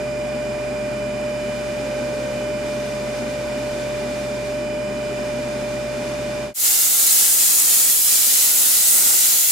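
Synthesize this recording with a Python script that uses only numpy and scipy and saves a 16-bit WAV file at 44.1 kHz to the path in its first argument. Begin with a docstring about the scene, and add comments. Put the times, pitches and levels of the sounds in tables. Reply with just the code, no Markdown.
"""A polishing lathe in a jeweler's workshop, heard in stereo from the bench. It sings at ten times its
shaft rate over mains hum and a dust blower; a ring pressed on the buff slows the shaft a little and
makes the cloth hiss. At about 6.5 s the bench fades out and a steam cleaner fades in, loud at the
microphone: its jet hisses on the turning ring and phases with echoes off the moving hands."""
import sys
import numpy as np
from scipy import signal
from scipy.fft import rfft, irfft, next_fast_len
from scipy.io import wavfile
from scipy.ndimage import uniform_filter1d

SR = 44100
rng = np.random.default_rng(int(sys.argv[2]) if len(sys.argv) > 2 else 0)


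def file_out(sig):
    """Save sig as 16-bit WAV at sys.argv[1]."""
    # one column per channel
    cols = np.atleast_2d(sig).T
    # limit, then scale
    lim = np.clip(cols, -1, 1)
    pcm = np.round(lim * 32767).astype(np.int16)
    wavfile.write(sys.argv[1], SR, pcm)


N = 419391

# Steady lines of mains and blower. Each row: pitch in Hz, level in dB, left minus right in dB.
HUM_LINES = [(25.8, -59, 9), (59.7, -42, 8), (119.6, -46.5, -4), (128.9, -37, 2.5), (179.6, -49.5, 0),
             (206.2, -43.5, 4)]
# Air from the blower and the idle wheel. Each row: frequency in Hz, relative density in dB.
AIR_COLOUR = [(15, -44), (35, -26), (80, -21), (125, -12), (170, -13), (230, -4.5), (300, -11), (400, -7),
              (480, -13), (750, -11.5), (1200, -19), (2500, -20), (3300, -28.5), (7000, -32.5),
              (11500, -39.5), (15000, -62)]
# Stereo width of the air and the cloth. Each row: frequency in Hz, side minus mid in dB.
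BENCH_WIDTH = [(60, -2), (200, -14), (400, -10), (700, -6.5), (1300, -3.5), (4400, -5), (8000, -3.5),
               (14000, 6.5)]
# Where the air sits at the microphone. Each row: frequency in Hz, left minus right in dB.
AIR_BALANCE = [(60, 7), (300, 0.5), (1000, -2), (2400, -2.5), (5000, -1)]
# Resonances and notches of the dust hood. Each row: centre in Hz, width in Hz, gain in dB.
HOOD_MODES = [(206, 8.1, 7), (244, 16.7, 9.5), (279, 13, 9), (298, 13, -3), (325, 29, 7.5), (389, 22, 2.5),
              (409, 24, 6.5), (438, 12, 1.5), (712, 22, 0), (845, 43, 2), (1527, 98, 5), (5040, 300, 6),
              (7360, 400, 2.5)]

# The steam jet's hiss. Each row: frequency in Hz, relative density in dB.
STEAM_COLOUR = [(30, -27), (100, -19), (250, -15.5), (1100, -16), (2000, -13), (3000, -9.5), (4200, -6.5),
                (5800, -4), (7000, 1.5), (9000, -1), (10500, 0.5), (12800, -1), (14200, 1), (15700, -4)]
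# Stereo width of the hiss; the overloaded microphone adds a low rush, opposite in left and right.
# Each row: frequency in Hz, side minus mid in dB.
HISS_WIDTH = [(60, 10), (300, 8.5), (700, 8), (1300, 2.5), (2400, -1), (3600, -3.5), (6500, -4), (9000, -1),
              (13000, 0), (15000, -12)]
# Resonances and notches of nozzle and ring. Each row: centre in Hz, width in Hz, gain in dB.
NOZZLE_MODES = [(2070, 220, 1.8), (4100, 260, 1.5), (5070, 200, 1.7), (6800, 240, 0.3), (7100, 160, -0.5),
                (8240, 250, 2.5), (9750, 180, -0.5), (10200, 270, 2.2), (12720, 350, -1)]
# The ring slips out of the jet's core. Each row: start and end in seconds, dip in dB shared out below.
RING_SLIPS = [(6.5, 6.66, 2), (6.76, 7.0, 2), (7.26, 7.38, 1.5), (7.49, 7.6, 1.5), (7.9, 8.08, 3.2),
              (8.49, 8.62, 2), (8.86, 9.06, 1), (9.39, 9.6, 1)]
# The ring sits squarely in the jet. Each row: start and end in seconds, rise in dB shared out below.
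SPLASH_SURGES = [(7.66, 7.89, 1.9), (8.07, 8.44, 1.5), (9.18, 9.44, 1.6)]
# The ring's edge cuts into the jet and sharpens the hiss.
# Each row: middle and length in seconds, rise in dB shared out below, whistle pitch in Hz.
EDGE_CUTS = [(7.18, 0.21, 1.3, 7300), (7.41, .08, 1.5, 7200), (7.84, 0.1, 0.8, 7000),
             (8.91, 0.16, 2.5, 8200), (9.13, 0.18, 2, 7600)]
# The jet strikes more or less of the hands. Each row: start and end in seconds, low rush change in dB.
HAND_BUFFETS = [(6.5, 6.82, -1), (7.17, 7.27, 1.2), (7.6, 7.894, 1.1), (7.98, 8.08, -2), (8.56, 8.8, 0.5),
                (8.893, 9.18, 2.5), (9.36, 9.6, -2)]
# The steam's bands. Each gives: resting gain in dB, share of a slip, of a surge, of a cut.
RUSH, SPLASH = (-0.5, 0.33, 0.1, 0.1), (0.3, 0.62, 0.73, 0.089)
EDGE, FREE_JET = (-0.25, 0.32, 0.3, 0.69), (0, 0.03, 0.1, 0.25)

# Cloth on metal. Each row: frequency in Hz, relative density in dB.
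CLOTH_COLOUR = [(300, -1.5), (900, -4), (1800, -1.5), (3500, -4.5), (6000, -5), (9000, -11.5),
                (12000, -18.5), (15500, -33)]
# The ring is pressed on the buff. Each row: start and end in seconds, force 0-1, attack in seconds.
RING_PRESSES = [(1.24, 2.62, 0.56, 0.46), (2.549, 3.6, .92, .12), (3.34, 4.66, 1, .4),
                (4.879, 5.998, .76, 0.402), (5.68, 6.8, 1, .36)]
# The ring catches and shakes the wheel. Each row: start and end in seconds, added shake in dB.
RING_CATCHES = [(1.42, 1.6, -4), (1.8, 2.24, 1), (2.15, 2.49, 3), (2.94, 3.49, -3.5), (3.72, 3.92, -5),
                (4.82, 4.99, -2), (5.78, 6.02, -2)]
# The ring grazes the wheel and the fifth overtone rings. Each row: start and end in seconds, level in dB.
RING_GRAZES = [(.9, 2.88, -54), (4.38, 5.4, -55)]
# Tones of the shaking wheel. Each row: multiple of the shaft rate, level in dB at a shake of 0 dB.
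SHAFT_ORDERS = [(8, -49), (9, -40), (12, -54), (16, -57), (26, -53), (31, -58)]
# Bearing whine, beating against the overtones.
# Each row: multiple of the lathe's tone, level in dB running free, left minus right in dB.
BEARING_WHINE = [(4.0395, -46, -5), (7.77, -64, 0), (8.079, -57, 0), (8.415, -55, 0), (11.195, -63, 0),
                 (11.49, -65.5, 0), (12.118, -59, 0)]
# The lathe's overtones. Each row: multiple of the tone, relative level in dB, left minus right in dB.
LATHE_OVERTONES = [(2, -28, -12), (3, -30.5, 2), (4, -19.5, -17.5), (8, -28, -4), (9, -30.5, -4),
                   (10, -38, -5), (11, -32.5, -6), (12, -30, -7), (14, -34, 16), (15, -38, 4), (16, -40, 7)]

IDLE_HZ, SAG_HZ = 597.5, 2.05  # the lathe's tone running free, and its drop under full force
FADE_OUT_S, CHANGE_S, FADE_IN_S = 6.445, 6.54, 6.645


def undb(db):
    """Decibels to gain."""
    return 10 ** (np.asarray(db) / 20)


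def along(points, hz):
    """Read (Hz, value) points on a log-frequency axis."""
    f, value = np.transpose(points)
    return np.interp(np.log(hz + 1), np.log(f), value)


def walk(rate):
    """Smooth chance with a spread near 1, changing about rate times a second."""
    k = max(int(SR / rate), 1)
    steps = np.repeat(rng.standard_normal(N // k + 1), k)
    return 1.3 * uniform_filter1d(uniform_filter1d(steps, k), k)[:N]


def hold(start, end, attack_s, release_s):
    """An envelope that rises from start, holds at 1 and has fallen by end."""
    t = np.arange(N) / SR
    return np.clip(np.minimum((t - start) / attack_s, (end - t) / release_s), 0, 1)


def swell(middle, length):
    """A bell-shaped swell of height 1, with its length taken at half height."""
    t = np.arange(N) / SR
    return 0.5 ** ((2 * (t - middle) / length) ** 2)


def pan(db):
    """Left and right gains for a level difference."""
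    return undb(np.array([[1], [-1]]) * db / 2)


def turbulence(colour, width, db, modes=(), balance=((100, 0), (1000, 0))):
    """Stereo flow noise with a colour and resonances; db is its mid level before the balance."""
    size = next_fast_len(N, real=True)
    hz = np.fft.rfftfreq(size, 1 / SR)
    modes_db = sum(lift / (1 + (2 * (hz - f) / width_hz) ** 2) for f, width_hz, lift in modes)
    gain = undb(along(colour, hz) + modes_db)
    mid, side = rfft(rng.standard_normal((2, size))) * gain / np.sqrt(np.mean(gain ** 2))
    channels = mid + np.array([[1], [-1]]) * side * undb(along(width, hz))
    return undb(db) * irfft(channels * pan(along(balance, hz)), size)[:, :N]


def partial(cycles, db, pan_db, flutter, skew_rad=0):
    """A stereo sine; moving air and changing reflections make it flutter at the microphone."""
    phase = 2 * np.pi * (cycles + rng.random())
    direct = np.array([np.sin(phase), np.sin(phase + skew_rad)])
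    scattered = np.array([walk(9) * np.cos(phase), walk(9) * np.sin(phase)])
    return undb(db) * pan(pan_db) * (direct + flutter * scattered)


def resonance(x, hz, width_hz):
    """A band-pass with gain 1 at a centre that may move."""
    carrier = np.exp(2j * np.pi * np.cumsum(hz) / SR)
    pole = np.exp(-np.pi * width_hz / SR)
    return 2 * np.real(signal.lfilter([1 - pole], [1, -pole], x / carrier) * carrier)


def reflections(x, share, drift_ms, delays_ms=(1.5, 16), count=10):
    """Small surfaces close by comb the treble, differently left and right; echoes shift as things move."""
    n = np.arange(N)
    treble = signal.sosfilt(signal.butter(2, 800, "high", fs=SR, output="sos"), x)
    out = x.copy()
    for channel in range(2):
        for delay_ms in rng.uniform(*delays_ms, count):
            place = n - (delay_ms + drift_ms * walk(1.55)) * SR / 1000
            echo = np.interp(place, n, treble[channel])
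            out[channel] += share / np.sqrt(count) * rng.choice([-1, 1]) * echo
    return out / np.sqrt(1 + share ** 2)


def blower():
    """The bed behind the bench: mains hum, the blower's blade tone, and air drawn through the dust hood."""
    t = np.arange(N) / SR
    hum = sum(partial(hz * t, db, pan_db, flutter=0.1, skew_rad=0.43) for hz, db, pan_db in HUM_LINES)
    air = turbulence(AIR_COLOUR, BENCH_WIDTH, -31.5, HOOD_MODES, AIR_BALANCE) * undb(0.27 * walk(12))
    return hum + reflections(air, share=0.31, drift_ms=0.0054)


def nozzle(hiss, cuts):
    """The nozzle's resonances slide together and waver as the ring turns; each cut adds an airy whistle."""
    tuning = 1 + 0.008 * walk(5)
    modes = sum((undb(db + 1.1 * walk(7)) - 1) * resonance(hiss, hz * tuning, width_hz)
                for hz, width_hz, db in NOZZLE_MODES)
    whistles = sum((undb(1.5 * db) - 1) * resonance(hiss, hz * tuning, width_hz=450) for db, hz in cuts)
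    return hiss + modes + whistles


def steam():
    """The jet sputters; the turning ring shifts it between low rush, splash, edge hiss and free jet."""
    slip_db, surge_db, buffet_db = (sum(db * hold(start, end, 0.04, 0.04) for start, end, db in table)
                                    for table in (RING_SLIPS, SPLASH_SURGES, HAND_BUFFETS))
    cuts = [(db * swell(middle, length), hz) for middle, length, db, hz in EDGE_CUTS]
    cut_db = sum(db for db, hz in cuts)
    rush_db, splash_db, edge_db, jet_db = (db - slip * slip_db + surge * surge_db + cut * cut_db
                                           for db, slip, surge, cut in (RUSH, SPLASH, EDGE, FREE_JET))
    hiss = nozzle(turbulence(STEAM_COLOUR, HISS_WIDTH, -16), cuts)
    lowpasses = (signal.butter(4, hz, fs=SR, output="sos") for hz in (1800, 6400, 10500))
    low, below_edge, below_jet = (signal.sosfiltfilt(sos, hiss) for sos in lowpasses)
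    rush = low * undb(rush_db + buffet_db + 0.31 * walk(12))
    splash = (below_edge - low) * undb(splash_db + 0.5 * walk(40))
    edge = (below_jet - below_edge) * undb(edge_db + 0.5 * walk(40))
    jet = (hiss - below_jet) * undb(jet_db + 0.4 * walk(25))
    sputter = undb(0.35 * walk(200))
    return (rush + splash + edge + jet) * sputter


def steam_cleaner():
    """The jet at the microphone: phased by the moving hands and body, then echoed from farther off."""
    phased = reflections(steam(), share=0.37, drift_ms=0.17, delays_ms=(1.1, 3.8), count=4)
    return reflections(phased, share=0.36, drift_ms=0.015, delays_ms=(5, 16), count=7)


def buff(cycles, force):
    """Cloth rubs the ring with a power that follows the force, pulsing with the shaft and the tone."""
    idle_db, pressed_db = -10, 1.66
    rub = np.sqrt(undb(idle_db) ** 2 + undb(pressed_db) ** 2 * force)
    pulsing = 1 + 0.054 * np.sin(2 * np.pi * cycles / 10) + 0.09 * np.sin(2 * np.pi * cycles)
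    cloth = turbulence(CLOTH_COLOUR, BENCH_WIDTH, -42.5) * rub * undb(0.77 * walk(20.95)) * pulsing
    return reflections(cloth, share=0.65, drift_ms=0.009)


def lathe(cycles, force):
    """The ten-per-turn tone with its overtones, bearing whine, and shaft orders from the shaking wheel."""
    shaft_turns = cycles / 10
    tone_db = -23 - 0.7 * force + 0.5 * walk(14)
    tone = partial(cycles, tone_db, -0.9, flutter=0.05, skew_rad=0.57)
    overtones = sum(partial(k * cycles, db - 25 - force, pan_db, flutter=0.072, skew_rad=0.99)
                    for k, db, pan_db in LATHE_OVERTONES)
    grazes = sum(undb(db) * hold(start, end, 0.36, 0.36) for start, end, db in RING_GRAZES)
    fifth = (undb(-51) + grazes) * partial(5 * cycles, 0, -6.5, flutter=0.21)
    sixth = partial(6 * cycles, -56 + 6.5 * force, 0, flutter=0.13, skew_rad=0.9)
    whine = sum(partial(k * cycles, db - 2.7 * force, pan_db, flutter=0.074, skew_rad=0.68)
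                for k, db, pan_db in BEARING_WHINE)
    catches = sum(undb(db) * hold(start, end, 0.075, 0.075) for start, end, db in RING_CATCHES)
    shake = undb(-14) + undb(-11.5) * force + catches
    wobble = shake * sum(partial(k * shaft_turns, db, 0, flutter=0.4) for k, db in SHAFT_ORDERS)
    eleventh_order = force * partial(11 * shaft_turns, -48.5, 0, flutter=0.26)
    return tone + overtones + fifth + sixth + whine + wobble + eleventh_order


def scene():
    """Two positions: first at the bench, where the ring loads the lathe, then at the steam cleaner."""
    t = np.arange(N) / SR
    force = sum(strength * hold(start, end, attack_s, release_s=0.2993)
                for start, end, strength, attack_s in RING_PRESSES)
    cycles = np.cumsum(IDLE_HZ - SAG_HZ * force) / SR
    at_bench = np.interp(t, (FADE_OUT_S, CHANGE_S), (1, 0))
    at_steamer = np.interp(t, (CHANGE_S, FADE_IN_S), (0, 1))
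    jet = steam_cleaner()
    bench = lathe(cycles, force) + blower() + buff(cycles, force)
    return at_bench * bench + at_steamer * jet


def record(dry):
    """The camera cuts the microphone's top end steeply above 15750 Hz."""
    return signal.sosfilt(signal.ellip(12, 0.1, 80, 15750, fs=SR, output="sos"), dry)


dry = scene()
out = record(dry)
file_out(out)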